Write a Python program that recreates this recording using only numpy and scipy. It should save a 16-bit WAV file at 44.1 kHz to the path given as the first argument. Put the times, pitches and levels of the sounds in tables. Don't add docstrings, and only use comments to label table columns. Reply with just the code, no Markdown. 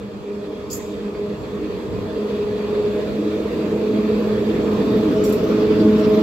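import sys
import numpy as np
from scipy import signal
from scipy.fft import rfft, irfft, next_fast_len
from scipy.io import wavfile
from scipy.ndimage import uniform_filter1d, map_coordinates

SR = 44100
rng = np.random.default_rng(int(sys.argv[2]) if len(sys.argv) > 2 else 0)


def log_audio(samples):
    frames = np.atleast_2d(samples).T
    limited = np.clip(frames, -1, 1)
    pcm = np.round(limited * 32767).astype(np.int16)
    wavfile.write(sys.argv[1], SR, pcm)


def boost(x):
    u = np.asarray(x, float) / 20
    return 10 ** u


N = 274302

# time in seconds, locomotive and wagon levels in dB under arrival.
APPROACH = [(0.0, -20.5, -13), (0.78, -16, -9.5), (1.56, -14, -8.5), (2.33, -10, -6.5), (3.11, -8.5, -4),
            (3.89, -5.5, -3.5), (4.66, -4.5, -1), (5.44, -3, -1.3), (6.22, 0.5, -1)]
# time in seconds, rate in Hz.
TOOTH_RATE = [(0, 101.8), (1, 102.8), (2, 104), (3, 104.6), (4, 106.1), (5, 106.5), (6.22, 106.4)]
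# multiple, level at arrival in dB, growth in dB per dB of nearness,
# roughness as a ratio, sideband knots per second, port lead as a ratio.
GEAR_ORDERS = [
    (2, -19.5, 1.345, 0.34, 45, 4.5),
    (3, -23, 1.12, 0.68, 55, -2),
    (4, -17, 1.35, 0.22, 55, 0.5),
    (6, -35, 1.44, 0.69, 41, -0.5),
]
ORDER_SIDE_DB = [-31, -25.5, -18, -7.5]
# multiple, level in dB under the fourth order, gain at the pass in dB.
FAINT_ORDERS = [(1, -32, 20.5), (5, -21.5, -1), (8, -27.5, -1.5), (10, -32, 4), (14, -46, 15)]
# time in seconds, swell or dip in dB, half length in seconds.
BEATS_ORDER_2 = [(0.06, 15, 0.049), (.16, 13.5, 0.032), (0.362, 11.5, 0.096), (1.184, -15, 0.088),
                 (1.186, 17, 0.23), (1.4, -15, 0.037), (1.552, 9.5, 0.03), (1.763, -6, 0.051),
                 (2.222, 4.5, 0.081), (2.43, -12, 0.038), (3.193, 7.5, .04), (4.237, 5.5, 0.47),
                 (4.35, -2.5, 0.12), (4.557, 1.5, .04), (4.7, -1, 0.083), (4.738, -2, .05), (4.85, 1, .03),
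                 (5.69, 1, .05), (5.217, -11, 0.025), (5.457, -5, 0.058), (5.802, -1.5, 0.025),
                 (5.883, 5.5, 0.13), (6.085, -4.5, 0.054), (.44, 3, 0.042), (1.986, -4, 0.049),
                 (2.56, 2, 0.13), (2.81, 3.5, .03), (3.01, 0.5, 0.035), (3.34, -2, .04), (3.48, -3, 0.063),
                 (3.61, -5, .05), (6.002, -2.5, 0.036)]
BEATS_ORDER_3 = [(.49, 9.5, 0.034), (.91, 7.5, 0.03), (1.648, 8.5, 0.05), (2.69, 8, 0.025),
                 (2.75, -7, 0.42), (3.12, -6, 0.042), (3.2, 9.5, 0.23), (3.55, 3.5, 0.04),
                 (3.7, 6.5, 0.085), (3.8, 0, 0.025), (4.11, -8, 0.03), (4.3, -6, 0.1), (4.51, 12.5, 0.0094),
                 (5.09, 10, 0.043), (4.85, 1, 0.028), (5.4, -9, 0.086), (5.51, 7.5, 0.049),
                 (5.75, 1, 0.045), (5.62, 6.5, 0.034), (5.84, 6.5, 0.088), (5.93, -7, 0.03),
                 (6.09, -7, 0.058), (.06, 5, 0.046), (.82, 2, 0.045), (1.01, 7, .05), (1.38, 6, 0.059),
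                 (1.52, -4, .07), (2.51, -7, .08), (3.02, -4, .08), (3.66, -6.5, 0.032), (4.94, -4, .05),
                 (5.35, 4, 0.034)]
BEATS_ORDER_4 = [(.29, 8, 0.055), (.62, 9, 0.4), (.69, -15, 0.03), (1.23, 9.5, 0.1), (1.64, 7.5, 0.098),
                 (2.12, -14, 0.034), (2.45, 4, 0.16), (2.64, -2.5, 0.043), (2.85, 8, 0.31),
                 (3.12, -15, 0.043), (3.25, 3, 0.067), (3.57, -9.5, 0.19), (4.18, -1, 0.026),
                 (4.43, -1.5, 0.022), (3.87, 6, 0.011), (4.23, -15, 0.022), (4.56, -22, 0.031),
                 (4.87, -5, 0.13), (5.2, 1.5, 0.12), (5.419, -14, 0.016), (5.8, -1.5, 0.071),
                 (6.0, -3.5, 0.018), (6.06, -4, 0.018), (6.12, 3, .04), (6.2, -8, 0.028), (.15, 5, 0.053),
                 (.47, 1, 0.058), (.84, -6.5, 0.042), (1.09, -0.5, 0.036), (1.94, 1, 0.039),
                 (2.2, 3.5, 0.051), (2.52, 2, 0.046), (3.04, 0, .04), (3.48, -14, 0.057),
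                 (3.74, 4.5, 0.049), (3.8, -8, .03)]
BEATS_ORDER_6 = [(.1, 14, 0.039), (.65, 19.5, 0.47), (.7, -12.5, 0.13), (1.32, 11.5, .15),
                 (2.1, 11.5, 0.059), (3.07, 9.5, 0.17), (3.5, 3, 0.098), (4.02, 10, 0.051),
                 (4.49, -11, 0.11), (4.67, 9, .03), (5.21, 8, 0.18), (3.7, -3, 0.055), (5.63, 3.5, .08),
                 (5.83, 9, 0.075), (6.01, 7, 0.029), (6.19, 9, 0.088), (.45, 4, .03), (1.76, -9, .1),
                 (1.9, 6, 0.046), (2.36, -9, .05), (2.44, 9, .04), (2.52, -5, .06), (3.25, -9.5, 0.12),
                 (3.8, 6, .06), (3.91, -4, 0.042), (4.28, 6, .06), (4.88, 1.5, .07), (5.3, -5, .06),
                 (5.41, 5.5, .05)]
SAG_FROM_S, SAG_HZ_PER_S = 4.3, 4.1
ROUGHENS_S, ROUGHENS_RATIO = 3.05, 0.8

# frequency in Hz, density in dB per Hz.
GROUND_SPECTRUM = [(15, -73.5), (30, -38.5), (42, -25.5), (55, -1.5), (75, -5), (110, 2.5), (160, -1.5),
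                   (210, 3), (300, -64)]
SLEEPER_SPECTRUM = [(120, -19), (170, 15.5), (240, 19), (305, 17.5), (350, 9.5), (390, 10), (470, -46.5)]
RAIL_SPECTRUM = [(330, -14), (400, 0.5), (465, 1.5), (510, -5), (550, -12), (620, -8.5), (680, -16),
                 (760, -29.5), (900, -73.5)]
DISC_SPECTRUM = [(550, -48), (700, 3.5), (800, 1.5), (1050, 4), (1250, 3), (1450, -6), (1800, -58)]
GRIND_SPECTRUM = [(900, -3), (1400, 0), (1800, 1.5), (2100, 0.5), (2500, 0.5), (3000, -2.5), (3500, -1.5),
                  (4000, -4.5), (4600, -5.5), (5200, -13.5), (6000, -26.5)]
COOLING_AIR_SPECTRUM = [(4000, -25), (5000, -2), (5600, 1), (6300, -0.5), (6900, -1.5), (7400, 1.5),
                        (8000, -5), (8800, -10.5), (10000, -16)]
HISS_SPECTRUM = [(7500, -39), (8800, -11), (10000, -9), (11000, -2), (11900, 2.5), (12800, -2.5),
                 (13600, -1), (14500, -6), (15700, -3.5)]
BOGIE_SPECTRUM = [(900, -21), (1300, 7.5), (1500, 0.5), (2200, -5.5), (2900, -2.5), (4000, -6),
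                  (5700, -11.5), (7000, -21.5), (9000, -45)]
# time in seconds, level in dB, half length in seconds.
AXLE_THUDS = [(0.29, -9.5, 0.043), (0.54, -4, 0.056), (0.95, -3, 0.22), (1.35, 2, 0.077), (1.95, 3.5, 0.07),
              (2.24, -12, 0.047), (2.69, -5, 0.12), (3.85, -5, 0.063), (4.84, 1.5, 0.38), (5.73, 1.5, 0.15)]
# time in seconds, level in dB, half length in seconds.
SLEEPER_STRETCHES = [(2.44, -0.5, 0.12), (2.99, -3.5, 0.86), (4.28, -3, 0.38), (3.74, 1, 0.049),
                     (4.6, -0.5, 0.092), (4.87, 3.5, 0.33), (5.4, 2, 0.13), (6.17, -1, 0.057),
                     (3.92, 0.5, 0.074), (4.43, -1, .03), (5.03, -5, 0.045), (5.33, -7, 0.033),
                     (5.69, 0.5, 0.026), (6.11, -7.5, 0.023), (.85, 0, .07), (1.06, -4.5, .07),
                     (1.77, 2, 0.08), (2.17, -2, 0.085), (3.65, -4.5, .07)]
RAIL_STRETCHES = [(0.0, 6, 0.03), (1.16, 2, 0.059), (1.37, -1.5, 0.028), (2.08, 1.5, 0.19),
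                  (4.04, -9.5, 0.026), (4.35, -0.5, 0.16), (3.4, 1, .06), (4.22, 0, .08), (4.67, -1, 0.025),
                  (5.92, -0.5, .08), (5.14, 0, 0.13), (5.15, -8, 0.034), (6.09, -10, 0.3), (.39, 3.5, .07),
                  (3.08, 2.5, .05), (5.59, -4, .04)]
GRIND_STRETCHES = [(.2, 0.5, 0.22), (.8, 0.5, 0.17), (2.3, 2, 0.33), (3.0, 0, 0.15), (4.0, 0, 0.33),
                   (5.1, 0, 0.16), (5.6, -0.5, .06), (5.82, 0.5, 0.044), (5.92, -0.5, .04),
                   (6.13, -0.5, .06), (.27, 0, .05), (.59, 0, .08), (.74, 0.5, 0.052), (1.3, 0.5, .1),
                   (1.57, 0, 0.065), (1.7, 0.5, 0.068), (1.92, -2, 0.081), (2.11, -0.5, 0.11),
                   (2.73, 1, 0.12), (2.92, -0.5, .08), (3.38, 0, 0.059), (4.03, 0, .06), (4.47, -0.5, .04),
                   (4.73, -2, 0.071), (5.24, -1.5, 0.1), (6.0, -2.5, .04)]
DISC_STRETCHES = [(.15, 1.3, .15), (1.0, -0.8, 0.27), (2.2, -1.5, .2), (3.0, -3, 0.24), (3.5, -1.3, 0.13),
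                  (4.5, -1.7, .15), (4.9, 1.3, 0.3), (5.5, 1, 0.22), (.48, -1, 0.053), (1.15, 0.5, 0.12),
                  (2.01, 1.5, .07), (2.16, 4.5, .04), (2.37, 2.5, 0.068), (2.65, -0.5, .07),
                  (2.79, 3, 0.067), (3.25, -0.5, .06), (3.4, 1, 0.04), (3.81, 1, 0.034), (4.59, 1, .06),
                  (4.72, -1, .07), (4.97, 0, .06), (5.53, 4.5, 0.013), (5.63, 1, 0.036), (5.7, -1.5, .05)]
# level at arrival in dB, growth in dB per dB of nearness.
GROUND_GROWTH, SLEEPER_GROWTH, RAIL_GROWTH = (-33, 0.46), (-22, 0.98), (-19.5, 0.86)
DISC_GROWTH, GRIND_GROWTH, AIR_GROWTH = (-38, 0.88), (-38.5, 0.92), (-55.5, 0.63)
HISS_GROWTH, SONG_GROWTH = (-58, 0.94), (-70.5, 1.8)
DULL_HZ, DULL_DB, DULL_GROWTH = 14400, 2, 0.45
PASS_S, BOGIE_DB, BOGIE_DB_PER_S = 5.51, -41.5, 12
MASK_DB, MASK_S = -0.5, 0.39

# opening time in seconds, peak in dB, time open in seconds, fizz over the rest in dB.
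FAR_VALVE_SPITS = [
    (.6945, -34, .004, -10),
    (.7015, -33, .05, 1),
    (.75, -50, .022, 15),
]
NEAR_VALVE_SPITS = [
    (5.2355, -36, .004, -9),
    (5.2405, -44, .024, 4.5),
    (5.266, -45.5, .022, 0),
    (5.29, -48, .014, 5),
    (5.3215, -45, .014, 6),
    (5.34, -53, .01, 6),
    (5.355, -57, .012, 5),
    (5.978, -54.5, .035, -1),
]
# level in dB, opening time in seconds, sag in dB per second,
# closing rate in dB per second.
FAR_VALVE = [
    (-6.5, 0.0065, 170, 800),
    (-5.5, 0.009, -20, 700),
    (-6.5, .010, -0.5, 500),
    (-10.5, .05, 0, 100),
]
NEAR_VALVE = [
    (-1, .012, 120, 900),
    (-2.5, .003, 90, 1100),
    (-1.5, .004, 90, 800),
]
# frequency in Hz, density in dB per Hz.
FAR_THROAT = [(3900, -33), (4200, -5), (4400, 0), (4850, -0.5), (5400, 2), (5900, -7), (6200, -35)]
FAR_NOZZLE = [(6050, -30), (6300, -9), (6480, -13), (6700, -7), (7000, -1), (7350, -6), (7800, -5.5),
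              (8300, -26), (9200, -40.5)]
FAR_FIZZ = [(7800, -35), (8800, -15), (10300, -13), (11500, -2), (12400, 6), (13500, 0), (14300, -5.5),
            (14900, -18), (15550, -4)]
FAR_WALLS = [(4800, -30), (5600, -9), (6300, -5), (6900, 0), (7500, -2), (8100, -7), (8600, -22),
             (9500, -40)]
NEAR_THROAT = [(3000, -30), (3500, -8), (4500, -11), (5300, -9), (5700, -1), (6050, -9), (6700, -26)]
NEAR_NOZZLE = [(5800, -28), (6500, -10), (7050, -4), (7450, 0.5), (7800, -5.5), (8400, -15), (9200, -30)]
NEAR_FIZZ = [(7800, -30), (8800, -8), (10300, -8), (11500, -2.5), (12300, 3), (13300, 2.5), (14500, 1),
             (15600, -8)]
FAR_ECHO_DB, NEAR_ECHO_DB, ECHO_DB_PER_S = [-14, -18, -15, -30], [-14, -17, -13], 95
# frequency in Hz, level in dB, opening time in seconds, time open in seconds.
EDGE_TONES = [(6312, -46, .709, .04), (6660, -44.5, .71, .045), (6990, -37.5, .707, .045),
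              (7076, -43, .712, .04), (4830, -49, .706, .03), (12570, -47, .702, .022),
              (11826, -49, .735, .035), (13703, -49, .74, .035)]

# time in seconds, peak in dB.
FAR_SLIPS = [(1.1994, -72), (1.3309, -72), (1.5494, -70), (1.6194, -67), (1.8891, -64), (1.9994, -65),
             (2.3047, -61.5), (2.3605, -62), (2.4994, -65.5), (2.9994, -63.5), (3.5399, -61), (3.7489, -61)]
NEAR_SLIPS = [(4.2542, -55.5), (4.3949, -60), (4.6194, -57), (4.7194, -57.5), (4.9062, -51), (4.964, -47.5),
              (5.0094, -55), (5.0429, -55.5), (5.1136, -56.5), (5.4321, -49), (5.4745, -54), (5.5019, -52),
              (5.7493, -57), (5.799, -61.5), (5.8326, -61.5), (6.0053, -53), (6.0994, -59), (6.127, -56),
              (6.1544, -52), (6.1944, -55)]
# time in seconds, peak in dB, mode in Hz.
LOW_MODE_SLIPS = [(4.27, -56, 13200), (4.36, -60, 13300), (4.56, -60, 13380), (4.68, -57, 13350),
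                  (4.92, -58, 13100), (4.975, -56, 13300), (5.0, -57, 13200), (5.07, -59, 13380),
                  (5.8376, -66.5, 11940), (5.889, -68, 11750), (6.075, -51, 11700), (6.1144, -55, 11400)]
SQUEAL_HZ, WAVER_RAD, SLIP_S = 13610, 12, 0.03

# frequency in Hz, density in dB per Hz.
WIND_SPECTRUM = [(15, -59), (35, -12), (60, 12), (110, 11.5), (160, 8.5), (260, 2), (400, -44.5)]
# time in seconds, level in dB, half length in seconds.
WIND_GUSTS = [(.25, -0.5, 0.091), (.55, -5, .1), (.9, 1.5, .15), (1.25, -4.5, .1), (1.6, 7, 0.23),
              (1.96, 12, .06), (2.35, -3.5, .1), (2.9, 3.5, 0.27), (3.25, 2.5, .1), (3.85, -7.5, 0.24),
              (4.25, 6, 0.13), (4.9, -3, .15), (5.35, 1.5, .15), (6.1, 8.5, .3)]
BREEZE_DB = -47.5
# frequency in Hz, in-phase part from -1 to 1, quadrature part from -1 to 1.
PORT_LIKENESS = [(60, 1, -0.03), (307, 0.96, -0.42), (489, 0.91, 0.64), (740, 0.016, -0.15),
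                 (930, 0.85, -0.019), (1330, -0.11, -0.18), (1740, 0.21, -0.13), (2160, -0.36, 0.4),
                 (2400, 0.8, -0.42), (3070, -0.66, 0.6), (3310, 0.53, 0.72), (4040, -0.18, 0.22),
                 (4800, 0.36, -0.074), (4940, -0.38, 0.33)]


def unit(x):
    return x / np.sqrt(np.mean(np.abs(x) ** 2) + 1e-20)


def curves(rows):
    s, *cols = np.transpose(rows)
    return [np.interp(np.arange(N) / SR, s, c) for c in cols]


def wobble(knots_per_s):
    coarse = np.arange(0, N + 32, 32)
    knots = rng.standard_normal(int(N * knots_per_s / SR) + 4)
    return np.interp(np.arange(N), coarse, map_coordinates(knots, [coarse * knots_per_s / SR]))


def swells(rows):
    t = np.arange(N) / SR
    return sum(db * np.exp(-((t - s) / (abs(half_s) + 0.0012)) ** 2) for s, db, half_s in rows)


def grown(growth, near_db):
    return growth[0] + growth[1] * near_db


def shaped(spectrum):
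    f, db = np.transpose(spectrum)
    return lambda hz: boost(np.interp(np.log(hz + 1), np.log(f + 1), db))


def ports(hz):
    f, real, imag = np.transpose(PORT_LIKENESS)
    return np.interp(hz, f, real) + 1j * np.interp(hz, f, imag)


def equal(likeness):
    return lambda hz: likeness + 0 * hz


def rush(gain, patchy_db, alike=ports):
    z = signal.stft(rng.standard_normal((2, N)), nperseg=1024)[2]
    field = uniform_filter1d(rng.standard_normal(z.shape[1:]), 8, 0)
    field = uniform_filter1d(field, 6, 1)
    pair = signal.istft(z * boost(patchy_db * unit(field)), nperseg=1024)[1][:, :N]
    size = next_fast_len(N + 8192)
    hz = np.fft.rfftfreq(size, 1 / SR)
    left, other = rfft(pair, size) * gain(hz)
    likeness = alike(hz)
    right = likeness * left + np.sqrt(np.clip(1 - np.abs(likeness) ** 2, 0, 1)) * other
    both = irfft([left, right], size)[:, :N]
    return both / np.std(both.mean(0))


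def order(turns, side_db, rough, knots_per_s, lead=0):
    def skirt():
        return wobble(knots_per_s) + 1j * wobble(knots_per_s)

    drift = np.exp(1j * 0.91 * wobble(4.5))
    mid = unit(drift + rough * skirt())
    reflected = unit(np.exp(1j * 2 * wobble(1.6)) + skirt())
    side = boost(side_db) * unit(reflected - 1j * lead * mid)
    return np.sqrt(2) * np.real(np.array([mid + side, mid - side]) * np.exp(2j * np.pi * turns))


def gears():
    t = np.arange(N) / SR
    turns = np.cumsum(curves(TOOTH_RATE)[0]) / SR
    engine_db = curves(APPROACH)[0]
    sag_turns = -SAG_HZ_PER_S * np.clip(t - SAG_FROM_S, 0, None) ** 2 / 2
    blur = 1 + ROUGHENS_RATIO * np.clip((t - ROUGHENS_S) / 0.1, 0, 1)
    beats_by_order = (BEATS_ORDER_2, BEATS_ORDER_3, BEATS_ORDER_4, BEATS_ORDER_6)
    hum = 0
    for row, beats, side_db in zip(GEAR_ORDERS, beats_by_order, ORDER_SIDE_DB):
        k, db, growth, rough, knots_per_s, lead = row
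        k = round(k)
        level_db = db + growth * engine_db + swells(beats)
        order_turns = k * turns
        if k == 6:
            order_turns = order_turns + sag_turns
        if k == 4:
            rough = rough * blur
            fourth_db = uniform_filter1d(level_db, SR // 2)
        hum = hum + boost(level_db) * order(order_turns, side_db, rough, knots_per_s, lead)
    passing = np.exp(-((t - 5.8) / 0.23) ** 2)
    for k, db, pass_db in FAINT_ORDERS:
        tone = order(round(k) * turns, -12.0, rough=1.4, knots_per_s=45)
        hum = hum + boost(fourth_db + db + pass_db * passing) * tone
    return hum


def rolling():
    engine_db = curves(APPROACH)[0]
    ground_db = grown(GROUND_GROWTH, engine_db) + 2.2 * swells(AXLE_THUDS) + 1.2 * wobble(12)
    ground = boost(ground_db) * rush(shaped(GROUND_SPECTRUM), 1.0, equal(0.92))
    sleeper_db = grown(SLEEPER_GROWTH, engine_db) + swells(SLEEPER_STRETCHES) + 1.4 * wobble(9)
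    sleepers = boost(sleeper_db) * rush(shaped(SLEEPER_SPECTRUM), 1.0)
    rail_db = grown(RAIL_GROWTH, engine_db) + swells(RAIL_STRETCHES) + 0.21 * wobble(7.0)
    rail = boost(rail_db) * rush(shaped(RAIL_SPECTRUM), 0.5)
    return ground + sleepers + rail


def wheels():
    engine_db, wagons_db = curves(APPROACH)
    wagons_db = wagons_db + swells([(PASS_S, MASK_DB, MASK_S)])
    flutter = wobble(8)
    disc_db = grown(DISC_GROWTH, wagons_db) + swells(DISC_STRETCHES) + 0.7 * flutter
    discs = boost(disc_db) * rush(shaped(DISC_SPECTRUM), 1.7)
    grind_db = grown(GRIND_GROWTH, wagons_db) + swells(GRIND_STRETCHES) + 0.17 * flutter + 0.69 * wobble(40)
    grind = boost(grind_db) * rush(shaped(GRIND_SPECTRUM), 1.7)
    air_db = grown(AIR_GROWTH, wagons_db) + 0.19 * flutter
    air = boost(air_db) * rush(shaped(COOLING_AIR_SPECTRUM), 1.5, equal(0.05))
    hiss_db = grown(HISS_GROWTH, (wagons_db + engine_db) / 2) + 0.4 * flutter
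    hiss = boost(hiss_db) * rush(shaped(HISS_SPECTRUM), 3.0, equal(-0.05))
    top = signal.sosfiltfilt(signal.butter(8, DULL_HZ, "highpass", fs=SR, output="sos"), hiss)
    dulled_top = top * boost(DULL_DB + DULL_GROWTH * engine_db)
    return discs + grind + air + hiss - top + dulled_top


def bogie():
    rattle_db = 1.7 * wobble(60)
    away_db = -BOGIE_DB_PER_S * np.clip(PASS_S - np.arange(N) / SR, 0, None)
    return boost(BOGIE_DB + away_db + rattle_db) * rush(shaped(BOGIE_SPECTRUM), 3.5, equal(0.16 + 0.2j))


def spit(opens_s, stays_s, opening_s, sag_db_per_s, closing_db_per_s, echo_db):
    t = np.clip(np.arange(N) / SR - opens_s, 0, None)
    shut = np.clip(t - stays_s, 0, None)
    direct = boost(-sag_db_per_s * (t - shut) - closing_db_per_s * shut)
    echo = boost(echo_db - ECHO_DB_PER_S * shut)
    return np.clip(t / opening_s, 0, 1) ** 2 * np.hypot(direct, echo)


def jets(spits, valve, spectra, alike, echoes_db, sputter_db):
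    shared, air = wobble(170), 0
    for (db, *shape), echo_db, spectrum, fizzy in zip(valve, echoes_db, spectra, (0, 0, 1, 0)):
        power = 0
        for opens_s, peak_db, stays_s, fizz_db in spits:
            gain = boost(peak_db + db + fizzy * fizz_db)
            power = power + (gain * spit(opens_s, stays_s, *shape, echo_db)) ** 2
        sputter = unit(boost(sputter_db * (shared + wobble(130))))
        air = air + np.sqrt(power) * sputter * rush(shaped(spectrum), 2.5, alike)
    return air


def valves():
    def late(hz):
        return 0.3 * np.exp(2j * np.pi * hz * 0.000446)

    far_spectra = (FAR_THROAT, FAR_NOZZLE, FAR_FIZZ, FAR_WALLS)
    near_spectra = (NEAR_THROAT, NEAR_NOZZLE, NEAR_FIZZ)
    far = jets(FAR_VALVE_SPITS, FAR_VALVE, far_spectra, late, FAR_ECHO_DB, sputter_db=1.1)
    near = jets(NEAR_VALVE_SPITS, NEAR_VALVE, near_spectra, equal(0.05), NEAR_ECHO_DB, sputter_db=0.8)
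    return far * boost([[-0.8], [0.8]]) + near * boost([[-1.6], [1.6]])


def whistle():
    t = np.arange(N) / SR
    tones = 0
    for hz, db, opens_s, stays_s in EDGE_TONES:
        level = boost(db + 3 * wobble(90)) * spit(opens_s, stays_s, 0.006, 40, 700, -18)
        tones = tones + level * np.sin(2 * np.pi * hz * t + 0.6 * wobble(70))
    return np.array([np.roll(tones, 20), tones]) * boost([[-0.8], [0.8]])


def flange():
    def mode(hz):
        return 1 / (1 + ((hz - SQUEAL_HZ) / 80) ** 2)

    t = np.arange(N) / SR
    song_db = grown(SONG_GROWTH, curves(APPROACH)[1]) + 4.5 * wobble(25)
    song = boost(song_db) * rush(mode, -3.5, equal(0.5))
    slips = [(s, db, SQUEAL_HZ) for s, db in [*FAR_SLIPS, *NEAR_SLIPS]]
    for s, db, hz in [*slips, *LOW_MODE_SLIPS]:
        part = slice(round((s - 0.008) * SR), round((s + SLIP_S) * SR))
        swell = np.hanning(len(t[part])) ** 0.7
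        scatter = uniform_filter1d(rng.standard_normal((2, SR // 5)), 220, 1)[:, :len(swell)]
        tone = np.sin(2 * np.pi * hz * t[part] + WAVER_RAD * scatter)
        song[:, part] += boost(db - 2.0) * swell * tone * boost([[1.5], [-1.5]])
    return song


def wind():
    lumps = boost(2.6 * np.array([wobble(14), wobble(21)]))
    return boost(BREEZE_DB + swells(WIND_GUSTS)) * unit(lumps) * rush(shaped(WIND_SPECTRUM), 3.0, equal(0))


def scene():
    train = (gears() + rolling() + wheels() + bogie()) * boost([[-0.45], [0.45]])
    return train + valves() + flange() + wind() + whistle()


def roll_off(x):
    return signal.sosfilt(signal.butter(12, 15790, fs=SR, output="sos"), x)


def record(dry):
    cut = signal.sosfilt(signal.butter(4, 42, "highpass", fs=SR, output="sos"), dry)
    soft = cut / (1 + np.abs(cut / 0.75) ** 6) ** (1 / 6)
    mix = signal.sosfilt(signal.ellip(10, 0.3, 70, 15700, fs=SR, output="sos"), soft)
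    return roll_off(mix)


dry = scene()
out = record(dry)
log_audio(out)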